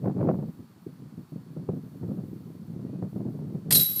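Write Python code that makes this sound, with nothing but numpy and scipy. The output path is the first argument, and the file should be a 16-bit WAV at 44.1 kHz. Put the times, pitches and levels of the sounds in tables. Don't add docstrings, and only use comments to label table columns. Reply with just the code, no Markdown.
import sys
import numpy as np
from scipy import signal
from scipy.fft import rfft, irfft
from scipy.io import wavfile
from scipy.ndimage import uniform_filter1d

SR = 44100
rng = np.random.default_rng(int(sys.argv[2]) if len(sys.argv) > 2 else 0)


def to_wav(sig):
    pcm = np.clip(np.atleast_2d(sig), -1, 1) * 32767
    pcm = np.round(pcm).astype(np.int16)
    wavfile.write(sys.argv[1], SR, pcm.T)


N = 176400
T = np.arange(N) / SR

# time_s, level_db
WIND_CURVE = [(0, -35), (.046, -25), (.075, -22.5), (.135, -31.5), (.18, -26), (.3, -22), (.33, -27),
              (.495, -33), (.53, -48.5), (.78, -52), (1.05, -42.5), (1.28, -55.5), (1.6, -36), (1.655, -41),
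              (1.745, -31), (1.91, -45), (2.11, -29.5), (2.3, -40.5), (2.56, -43), (2.76, -37.5),
              (3.0, -35), (3.11, -38.5), (3.22, -32.5), (3.47, -34.5), (3.62, -44), (3.69, -29.5),
              (3.8, -27), (3.86, -43)]
# start_s, relative_db
BUFFETS = [(0.204, -15.5), (0.285, -14), (0.59, -29.5), (0.87, -29), (1.177, -25.5), (1.319, -25.5),
           (1.358, -25), (1.564, -23.5), (1.687, -16), (2.029, -21), (2.183, -21.5), (3.021, -17.5),
           (3.157, -20), (3.194, -25.5), (3.25, -21.5), (3.436, -26.5), (3.546, -19)]
# freq_hz, density_db
RUMBLE_SPECTRUM = [(30, -66), (70, -17), (110, -3), (155, 2.5), (240, -4), (350, -13), (550, -27),
                   (1000, -47.5), (2500, -80.5)]
# freq_hz, density_db
FLUTTER_SPECTRUM = [(150, -32), (260, 2), (400, 6), (620, -2.5), (1500, -28), (2500, -43.5), (5000, -85)]
# freq_hz, density_db
HUSH_SPECTRUM = [(50, -8), (150, 0), (500, 1), (1100, 4.5), (2000, -6), (3000, -9), (4400, -8), (6300, -13)]
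# centre_s, level_db, pitch_hz, half_width_s
SLAPS = [(0.2922, -41, 464, 0.00098), (0.868, -26, 330, 0.0029), (1.6932, -15.5, 362, 0.0016)]
# start_s, pitch_hz, level_db
WHISTLES = [(2.811, 1840, -75), (2.87, 2420, -76)]
# start_s, level_db, fall_s
BLOWS = [(3.7064, -21, 0.015), (3.723, -14.5, 0.0053), (3.75, -18, 0.013), (3.793, -25.5, 0.018),
         (3.9925, -32.5, 0.018)]
# freq_hz, density_db
CLATTER_SPECTRUM = [(500, -24), (1200, -10), (2400, -5), (4300, 7), (5400, 6.5), (6600, -1.5), (8200, 7),
                    (10000, 5), (12000, 3), (14200, 9), (15200, -9)]
# freq_hz, density_db
KNOCK_SPECTRUM = [(150, -25), (800, 10), (1100, -1.5), (2400, 4.5), (3500, -22), (7000, -3.5)]
# time_s, relative_db
SWING_CURVE = [(3.706, -14), (3.75, 3), (3.82, 0), (3.87, -5.5), (3.93, -9.5), (4.0, -8.5)]
# pitch_hz, spread_hz
LINK_MODES = [(4080, 150), (8850, 170), (11050, 150), (11600, 90), (11950, 130), (12640, 85), (13540, 120)]
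# relative_db, t60_s
LINK_RING = [(-21, 0.073), (-19.5, 0.21), (-16, 0.2), (-1, 0.24), (-12, 0.12), (-5.5, 0.075), (-12, 0.15)]
# start_s, level_db, pitch_hz, overtone_db
SPOKE_HITS = [(3.721, -39, 4080, 19.5), (3.7461, -19.5, 4090, 2), (3.763, -18, 3870, -15),
              (3.773, -23.5, 3885, -20), (3.797, -26.5, 3970, -22), (3.851, -30.5, 3912, -29)]
# pitch_hz, level_db
FRAME_MODES = [(5620, -42), (7994, -52), (9157, -54), (11009, -31), (11714, -21.5), (12678, -37)]
# start_s, level_db
CLASHES = [(3.7245, -19), (3.748, -24), (3.757, -23), (3.771, -12), (3.809, -22), (3.848, -37), (3.86, -22),
           (3.906, -37), (3.9605, -20.5), (3.981, -25), (3.995, -27)]


def from_db(db):
    return 10 ** (np.asarray(db) / 20)


def unit_rms(x):
    return x / np.sqrt(np.mean(x ** 2) + 1e-20)


def gain_curve(rows):
    time_s, level_db = np.transpose(rows)
    return from_db(np.interp(T, time_s, level_db))


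def colour(x, spectrum):
    hz, db = np.transpose(spectrum)
    bins_hz = np.maximum(np.arange(N // 2 + 1) * SR / N, 1)
    gain = from_db(np.interp(np.log(bins_hz), np.log(hz), db))
    return unit_rms(irfft(rfft(x) * gain, N))


def noise(spectrum):
    return colour(rng.standard_normal(N), spectrum)


def drift(corner_hz):
    bins_hz = np.arange(N // 2 + 1) * SR / N
    return unit_rms(irfft(rfft(rng.standard_normal(N)) / (1 + (bins_hz / corner_hz) ** 2), N))


def steady(x, samples):
    return x / np.sqrt(np.abs(uniform_filter1d(x ** 2, samples)) + 1e-9)


def swell(start_s, rise_s, fall_s):
    age_s = np.maximum(T - start_s, 0)
    return np.minimum(age_s / rise_s, 1) * np.exp(-np.maximum(age_s - rise_s, 0) / fall_s)


def contacts(rate_per_s, uneven_db):
    size = from_db(uneven_db * np.minimum(rng.exponential(1, N), 3)) * rng.choice([-1, 1], N)
    return size * (rng.random(N) < rate_per_s / SR)


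def ring(clicks, hz, t60_s):
    radius, angle = np.exp(-np.log(1000) / (t60_s * SR)), 2 * np.pi * hz / SR
    return signal.lfilter([0, np.sin(angle)], [1, -2 * radius * np.cos(angle), radius ** 2], clicks + 1e-18)


def ping(start_s, hz, rise_s, t60_s):
    out, start = np.zeros(N), min(int(start_s * SR), N - 1)
    age_s = T[:min(N - start, SR // 2)]
    envelope = (1 - np.exp(-age_s / rise_s)) * np.exp(-np.log(1000) * age_s / t60_s)
    out[start:start + len(age_s)] = envelope * np.sin(2 * np.pi * (hz * age_s + rng.random()))
    return out


def puffs(level, rate_per_s=24, fall_s=0.018, steady_above_db=-29.5):
    times_s = np.cumsum(rng.uniform(.35, 1.65, 160)) / rate_per_s
    kicks = np.zeros(N)
    kicks[(times_s[times_s < T[-1]] * SR).astype(int)] = 1
    decays = signal.lfilter([1], [1, -np.exp(-1 / (fall_s * SR))], kicks)
    train = unit_rms(uniform_filter1d(decays, size=130))
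    share = 0.6 / (1 + (level / from_db(steady_above_db)) ** 4)
    return level * (1 - share + share * train)


def wind(ceiling_db=-20.5, strong_gust_db=-25, flutter_db=-34):
    flow = puffs(gain_curve(WIND_CURVE))
    buffet_power = sum((from_db(db - 7) * swell(start_s, rise_s=0.00258, fall_s=0.025)) ** 2
                       for start_s, db in BUFFETS)
    force = np.sqrt(flow ** 2 + buffet_power)
    rumble_gain = force / np.hypot(1, force / from_db(ceiling_db))
    flutter_gain = from_db(flutter_db) * (force / from_db(strong_gust_db)) ** 2.16
    flutter = steady(noise(FLUTTER_SPECTRUM) * from_db(4.9 * drift(corner_hz=110)), samples=900)
    rumble = steady(noise(RUMBLE_SPECTRUM), samples=1100)
    return rumble_gain * rumble + flutter_gain * flutter


def whine(pitch_hz=4435, waver_hz=10.9, level_db=-79):
    phase = 2 * np.pi * np.cumsum(pitch_hz + waver_hz * drift(corner_hz=30)) / SR
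    return from_db(level_db) * np.sin(phase)


def hush(hush_db=-64, hiss_db=-72.5, hiss_above_hz=12800):
    highpass = signal.butter(2, hiss_above_hz, "high", fs=SR, output="sos")
    hiss = unit_rms(signal.sosfilt(highpass, rng.standard_normal(N)))
    hiss_gain = from_db(hiss_db) * (1 + np.tanh(drift(corner_hz=5.3)))
    return from_db(hush_db) * noise(HUSH_SPECTRUM) + hiss_gain * hiss


def slaps():
    out = np.zeros(N)
    for centre_s, db, hz, half_width_s in SLAPS:
        offset_s = T - centre_s
        envelope = np.exp(-(offset_s / half_width_s) ** 2)
        out -= from_db(db) * envelope * np.sin(2 * np.pi * hz * offset_s)
    return out


def whistles(length_s=0.135, glide_hz_per_s=1060):
    out = np.zeros(N)
    for start_s, hz, db in WHISTLES:
        age_s = np.clip(T - start_s, 0, length_s)
        phase = 2 * np.pi * (hz + glide_hz_per_s * age_s / 2) * age_s
        out += from_db(db) * np.sin(np.pi * age_s / length_s) * np.sin(phase)
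    return out


def clatter(swing, rise_s=0.0032, swing_db=-35.5, knock_db=-26):
    blow_power = sum((from_db(db) * swell(start_s, rise_s, fall_s)) ** 2 for start_s, db, fall_s in BLOWS)
    rush = np.sqrt(blow_power + (from_db(swing_db) * swing) ** 2)
    knock = from_db(knock_db) * swell(BLOWS[0][0], rise_s, fall_s=0.0094)
    steel = colour(contacts(rate_per_s=11000, uneven_db=2.5), CLATTER_SPECTRUM)
    plastic = colour(contacts(rate_per_s=5500, uneven_db=7.5), KNOCK_SPECTRUM)
    return rush * steady(steel, samples=300) + knock * steady(plastic, samples=500)


def wires(hits, modes=80, low_hz=1172, high_hz=13120, t60_s=0.15):
    age_s = T[:N // 10]
    hz = low_hz + (high_hz - low_hz) * (np.arange(modes) + rng.random(modes)) / modes
    tail = rng.standard_normal(modes) @ np.sin(2 * np.pi * hz[:, None] * age_s)
    tail *= np.exp(-np.log(1000) * age_s / t60_s)
    tail /= np.sqrt(2 * np.sum(tail ** 2))
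    return hits + from_db(-4.5) * signal.fftconvolve(hits, tail)[:N]


def jingle(swing, links=8, gain_db=-23):
    clicks = contacts(rate_per_s=650, uneven_db=1.5)
    struck_link = rng.integers(0, links, N)
    out = np.zeros(N)
    for (hz, spread_hz), (db, t60_s) in zip(LINK_MODES, LINK_RING):
        pitches_hz = hz + spread_hz * (np.linspace(-1.5, 1.5, links) + rng.uniform(-.1, .1, links))
        mode = sum(ring(clicks * (struck_link == k), pitches_hz[k], t60_s) for k in range(links))
        out += from_db(db) * steady(mode, samples=3500)
    return from_db(gain_db) * swing * out


def spokes(twin_offset_hz=59, twin_db=-1, overtone_ratio=2.16):
    out = np.zeros(N)
    for start_s, db, hz, overtone_db in SPOKE_HITS:
        modes = (hz, 0), (hz + twin_offset_hz, twin_db), (hz * overtone_ratio, overtone_db)
        for mode_hz, mode_db in modes:
            out += from_db(db + mode_db) * ping(start_s, mode_hz, rise_s=0.00063, t60_s=0.13)
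    return out


def frame(start_s=3.722):
    return sum(from_db(db) * ping(start_s, hz, rise_s=0.007, t60_s=0.49)
               for _ in range(2) for hz, db in FRAME_MODES)


def clashes():
    out = np.zeros(N)
    for start_s, db in CLASHES:
        for (hz, spread_hz), (mode_db, _) in zip(LINK_MODES, LINK_RING):
            for link_hz in hz + spread_hz * rng.standard_normal(2):
                out += from_db(db + mode_db) * ping(start_s, link_hz, rise_s=0.00041, t60_s=0.048)
    return out


def rim(level_db=-31):
    return from_db(level_db) * ping(start_s=3.762, hz=3920, rise_s=0.00063, t60_s=0.85)


def scene():
    swing = gain_curve(SWING_CURVE) * (T > BLOWS[0][0])
    chains = wires(clatter(swing)) + jingle(swing) + clashes()
    basket = spokes() + rim() + frame()
    outdoors = wind() + slaps() + whine() + hush() + whistles()
    return (outdoors + chains + basket)[None]


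def record(dry, low_cut_hz=78, high_cut_hz=15400):
    highpass = signal.butter(2, low_cut_hz, "high", fs=SR, output="sos")
    lowpass = signal.ellip(10, .1, 80, high_cut_hz, fs=SR, output="sos")
    return signal.sosfilt(lowpass, signal.sosfilt(highpass, dry))


dry = scene()
out = record(dry)
to_wav(out)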